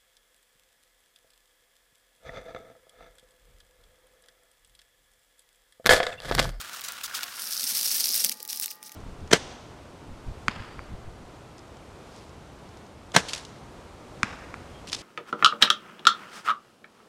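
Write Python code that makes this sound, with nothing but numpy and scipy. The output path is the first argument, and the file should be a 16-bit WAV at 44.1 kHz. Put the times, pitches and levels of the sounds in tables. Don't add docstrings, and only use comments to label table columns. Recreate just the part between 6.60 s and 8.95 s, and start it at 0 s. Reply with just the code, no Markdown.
import sys
import numpy as np
from scipy import signal
from scipy.fft import rfft, irfft, next_fast_len
from scipy.io import wavfile
from scipy.ndimage import map_coordinates

SR = 44100
rng = np.random.default_rng(int(sys.argv[2]) if len(sys.argv) > 2 else 0)


def transcribe(u):
    v = np.clip(np.atleast_2d(u).T, -1, 1)
    q = np.round(v * 32767).astype(np.int16)
    wavfile.write(sys.argv[1], SR, q)


N = 103635

# (time [s], level [dB])
RATTLE_ENVELOPE = [(0, -73), (.72, -46.5), (.8, -39), (.93, -32.5), (1.02, -29.5), (1.13, -29.5),
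                   (1.25, -28.5), (1.61, -27), (1.66, -34.5), (1.69, -34), (1.77, -52.5), (1.81, -49),
                   (1.875, -57.5), (1.9, -32.5), (1.98, -41), (2.03, -35.5), (2.07, -46.5), (2.11, -41.5),
                   (2.14, -52), (2.2, -71), (2.26, -45), (2.305, -63), (2.35, -50)]
# (frequency [Hz], level [dB])
BRIGHT_EQ = [(100, -51), (300, -28.5), (550, -24.5), (1000, -22), (1630, -15.5), (3200, -9), (4200, -4.5),
             (5300, 0), (7400, -8.5), (8700, -1), (9800, -5.5), (11300, -1.5), (15800, -9)]


def amp(db):
    return 10 ** (np.asarray(db) / 20)


def unit(x):
    return x / np.sqrt(np.mean(x ** 2) + 1e-20)


def clock():
    return np.arange(N) / SR


def level(rows):
    return amp(np.interp(clock(), *np.transpose(rows)))


def waver(rate):
    return map_coordinates(rng.standard_normal(N // 8), [clock() * rate + 2], mode="wrap")


def colour(x, points):
    m = 2 * next_fast_len(N)
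    hz, db = np.transpose(points)
    gain = unit(amp(np.interp(np.log(np.fft.rfftfreq(m, 1 / SR) + 1), np.log(hz), db)))
    cepstrum = irfft(np.log(gain), m)
    cepstrum[1:m // 2] *= 2
    cepstrum[m // 2 + 1:] = 0
    return irfft(rfft(x, m) * np.exp(rfft(cepstrum)), m)[:N]


def grit(rate, spread_db):
    slips = rng.random(N) < rate / SR
    return unit(slips * rng.standard_normal(N) * amp(spread_db * np.clip(rng.standard_normal(N), -2, 2)))


def chirp(hz, rise_cycles):
    drop, fall_cycles = .55, 26
    cycles = hz * np.arange(SR // 20) / SR
    pitch = hz * (1 - drop * (1 - np.exp(-cycles / fall_cycles)))
    swell = cycles / rise_cycles
    return swell * np.exp(1 - swell) * np.sin(2 * np.pi * np.cumsum(pitch) / SR)


def playback_speed(time_s):
    return np.interp(time_s, (.63, .8), [0, 1])


def background():
    # (frequency [Hz], level [dB])
    air_eq = [(45, -34), (130, -9), (240, -2.5), (1500, -7), (3000, -13), (15000, -36)]
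    # (frequency [Hz], level before the fade [dB])
    partials = [(861.3, -59), (1200, -61), (1890, -63.5)]
    # (time [s], gain [dB])
    fade = [(.6, -17), (1.1, -3.5)]
    hum = np.zeros(N)
    for hz, db in partials:
        peak = np.sqrt(2) * amp(db + .85 * waver(6.35))
        hum += peak * np.sin(2 * np.pi * (hz * clock() + rng.random()))
    air = unit(colour(rng.standard_normal(N), air_eq))
    return level(fade) * hum + amp(-61.2) * air


def room(x):
    wet_db, t60_s, predelay_s = -18, .16, .002
    t = np.arange(SR // 3) / SR
    tail = rng.standard_normal(len(t)) * np.exp(-np.log(1000) * t / t60_s) * (t > predelay_s)
    return x + amp(wet_db) * signal.fftconvolve(x, tail / np.linalg.norm(tail))[:N]


def handling():
    # (time [s], level [dB])
    shake_envelope = [(.75, -70), (.85, -61.5), (1.15, -55), (1.6, -54), (1.72, -53.5), (1.79, -65),
                      (2.35, -68)]
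    # (frequency [Hz], level [dB])
    shell_eq = [(50, -48), (110, -21), (160, -17.5), (235, 0.5), (310, -17), (520, -9), (1000, -24.5)]
    # (time [s], level [dB])
    rumble_envelope = [(.72, -61.5), (.85, -78), (1.15, -105)]
    # (frequency [Hz], level [dB])
    rumble_eq = [(20, -19), (65, 6), (95, 0), (130, 5.5), (300, -13)]
    shake = unit(colour(grit(rate=900, spread_db=-2.5), shell_eq))
    rumble = unit(colour(rng.standard_normal(N), rumble_eq))
    return level(shake_envelope) * shake + level(rumble_envelope) * rumble


def ring():
    start_s, t60_s, modes_hz = .633, .3, (711, 1098)
    t = np.maximum(clock() - start_s, 0)
    modes = sum(np.sin(2 * np.pi * hz * t) for hz in modes_hz)
    return amp(-50) * np.exp(-np.log(1000) * t / t60_s) * modes


def knocks():
    # (time [s], peak level [dB], pitch [Hz])
    hits = [(0.512, -28.5, 1610), (1.038, -44, 251), (1.119, -48, 230), (1.405, -44.5, 692),
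            (1.496, -47.5, 395), (1.649, -43.5, 570), (1.654, -47.5, 196), (1.803, -47.5, 487)]
    rise_cycles = 1.2
    out = np.zeros(N)
    for start, db, hz in hits:
        cycles = hz * np.maximum(clock() - start, 0)
        swell = cycles / rise_cycles
        out += amp(db) * swell * np.exp(1 - swell) * np.sin(2 * np.pi * cycles)
    return out


def crackle():
    low = colour(grit(rate=320, spread_db=.5), [(1500, -39), (4800, 4.5), (9000, -10.5)])
    high = colour(grit(rate=320, spread_db=17), [(1500, -35), (6000, -26), (12000, 14)])
    return amp(-14) * level(RATTLE_ENVELOPE) ** .75 * unit(low + high)


def squeaks():
    # (time [s], peak level [dB])
    slips = [(0.0, -40), (0.135, -39), (0.439, -37), (0.537, -33.5), (0.9314, -23), (0.976, -26),
             (1.067, -24), (1.1512, -23.5), (1.262, -19), (1.3135, -19), (1.4012, -22), (1.4398, -18),
             (1.491, -26), (1.5436, -33), (1.662, -22.5)]
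    slowed_hz, normal_hz = 1667, 6505
    out = np.zeros(N + SR)
    for start, db in slips:
        hz = slowed_hz + playback_speed(start) * (normal_hz - slowed_hz)
        tone = amp(db) * chirp(hz, rise_cycles=8)
        out[round(start * SR):][:len(tone)] += tone
    return out[:N]


def rub():
    # (time [s], level [dB])
    envelope = [(0, -41), (.13, -42.5), (.23, -42.5), (.29, -38.5), (.34, -43.5), (.52, -42), (.58, -39.5),
                (.68, -43.5), (.85, -45), (1.15, -55), (1.8, -78)]
    # (frequency [Hz], level [dB])
    rub_eq = [(100, -30), (600, -14), (1000, -7.5), (1400, 1.5), (2050, -6.5), (3000, -5.5), (6000, -10.5),
              (15000, -20)]
    slips = grit(rate=12000, spread_db=4.5) * amp(2.43 * waver(129.3))
    return level(envelope) * unit(colour(slips, rub_eq))


def scrapes():
    # (start [s], length [s], mid-stroke level [dB])
    strokes = [(0.0, 0.023, -42.5), (0.129, 0.067, -42.5), (0.237, 0.039, -38), (0.282, 0.0086, -31.5),
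               (0.433, 0.035, -34), (0.543, 0.041, -33.5), (0.792, 0.013, -34.5), (1.065, 0.033, -33),
               (1.146, 0.054, -30), (1.241, 0.023, -30.5), (1.313, 0.054, -31), (1.403, 0.012, -27),
               (1.441, 0.0089, -25.5), (1.597, 0.0265, -29.5), (1.639, 0.027, -27), (1.716, 0.011, -31.5),
               (1.9, 0.0098, -36), (2.022, 0.025, -31), (2.258, 0.023, -45)]
    # (frequency [Hz], level [dB])
    dull_eq = [(100, -53), (300, -20), (850, -21), (1450, -8.5), (2050, -4.5), (3400, 0.5), (6000, 2.5),
               (11000, -4.5), (15800, -4.5)]
    edge_s, sag_db = .0012, 6
    comb_hz, comb_fall_s, comb_depth = 1400, .035, .7
    dull_power, bright_power, age = np.zeros((3, N))
    for start, length, db in strokes:
        t = np.maximum(clock() - start, 0)
        gate = (1 - np.exp(-t / edge_s)) * np.exp(-np.maximum(t - length, 0) / edge_s)
        power = (gate * amp(db + sag_db * (.5 - np.minimum(t / length, 1)))) ** 2
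        bright_share = .9 * playback_speed(start)
        dull_power += (1 - bright_share) * power
        bright_power += bright_share * power
        age = np.where(t > 0, t, age)
    slips = rng.standard_normal(N) * amp(2 * waver(340))
    delay_s = (1 + age / comb_fall_s) / comb_hz
    hollow = unit(slips + comb_depth * map_coordinates(slips, [(clock() - delay_s) * SR]))
    sharp = rng.standard_normal(N) * amp(2 * waver(500))
    dull = colour(np.sqrt(dull_power) * hollow, dull_eq)
    return dull + colour(np.sqrt(bright_power) * sharp, BRIGHT_EQ)


def clicks():
    # (time [s], relative level [dB], treble tilt [dB/octave])
    contacts = [(0.0128, -20, -4.5), (0.2096, -24, 3), (0.216, -21.5, -6.5), (0.3203, -21.5, 1),
                (0.5495, -14, -6.5), (0.608, -16, -9.5), (0.6315, -8.5, -7), (0.638, -15.5, -6.5),
                (0.8197, -15.5, 1.5), (1.0315, -13, -1), (1.3673, -9, 7), (1.4899, -9.5, 1.5),
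                (1.5425, -9, 5), (1.5786, -10, 4.5), (1.6461, -1, -0.5), (1.6944, -5, -2),
                (1.715, -11, -15), (1.8028, -24, -2.5), (1.8284, -18.5, 5), (1.8508, -19.5, -2.5),
                (1.8771, -20, 3), (1.8903, -20, -4), (1.9295, -10.5, -3), (1.9595, -18, 4),
                (1.9728, -17, 0.5), (1.9982, -10.5, 3), (2.0119, -11.5, 9), (2.041, -13, -5),
                (2.0586, -9.5, 0.5), (2.0799, -18.5, -6), (2.1104, -17.5, -2), (2.1145, -20.5, -2.5),
                (2.2283, -22, -1.5), (2.237, -29, 3), (2.294, -26.5, -4), (2.3184, -24.5, -2),
                (2.3231, -29.5, -1)]
    # (frequency [Hz], level [dB])
    click_eq = [(90, -51), (300, -24.5), (1100, -25), (2300, -8), (3400, -6), (5100, 1.5), (7300, -3.5),
                (8700, -2.5), (12000, 0), (15800, -1.5)]
    rise_s, slowed_decay_s, normal_decay_s = .0006, .002, .0004
    chatter_db, chatter_decay_s = -18, .005
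    out, t = np.zeros(N + SR), np.arange(2048) / SR
    octaves = np.log2(np.clip(np.fft.rfftfreq(len(t), 1 / SR), 2000, 14000) / 7000)
    chatter = amp(chatter_db) * np.exp(-t / chatter_decay_s)
    for start, db, tilt in contacts:
        decay_s = slowed_decay_s + playback_speed(start) * (normal_decay_s - slowed_decay_s)
        crack = np.minimum(t / rise_s, 1) ** 2 * np.exp(-np.maximum(t - 2 * rise_s, 0) / decay_s)
        phases = np.exp(2j * np.pi * rng.random(len(octaves)))
        noise = unit(irfft(phases * amp(tilt * octaves)))
        out[round(start * SR):][:len(t)] += amp(db) * (crack + chatter) * noise
    return amp(-9) * colour(out[:N], click_eq)


def gears():
    count, tooth_hz, scatter = 600, 145.9, .29
    tick_decay_s, spread_db, ping_hz = .0028, 10.5, 5800
    jitter, size, ping_size, detune = np.clip(rng.standard_normal((4, count)), -2, 1.5)
    onsets = np.round((np.arange(count) + scatter * jitter) / tooth_hz * SR).astype(int)
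    heard = (onsets >= 0) & (onsets < N)
    strikes = np.bincount(onsets[heard], amp(spread_db * size[heard]), N)
    tick_envelope = signal.lfilter([1], [1, -np.exp(-1 / (tick_decay_s * SR))], strikes)
    teeth = unit(tick_envelope * rng.uniform(-1.2, 1, N))
    pings = np.zeros(N + SR)
    for onset, db, offset in zip(onsets[heard], spread_db * ping_size[heard], detune[heard]):
        tone = amp(db) * chirp(ping_hz * (1 + .06 * offset), rise_cycles=1.9)
        pings[onset:onset + len(tone)] += tone
    reels = unit(grit(rate=20000, spread_db=3.5) * amp(2.4 * waver(90)))
    rattle = colour(amp(-6.5) * teeth + amp(-2.6) * reels, BRIGHT_EQ)
    return level(RATTLE_ENVELOPE) * (rattle + amp(-9.5) * unit(pings[:N]))


def scene():
    winder = rub() + gears() + crackle() + scrapes() + clicks() + squeaks() + knocks() + ring()
    return (room(winder) + handling() + background())[None]


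def record(dry):
    top_hz = 15900
    m = next_fast_len(N + SR // 2)
    return irfft(rfft(dry, m) * (np.fft.rfftfreq(m, 1 / SR) < top_hz), m)[..., :N]


dry = scene()
out = record(dry)
transcribe(out)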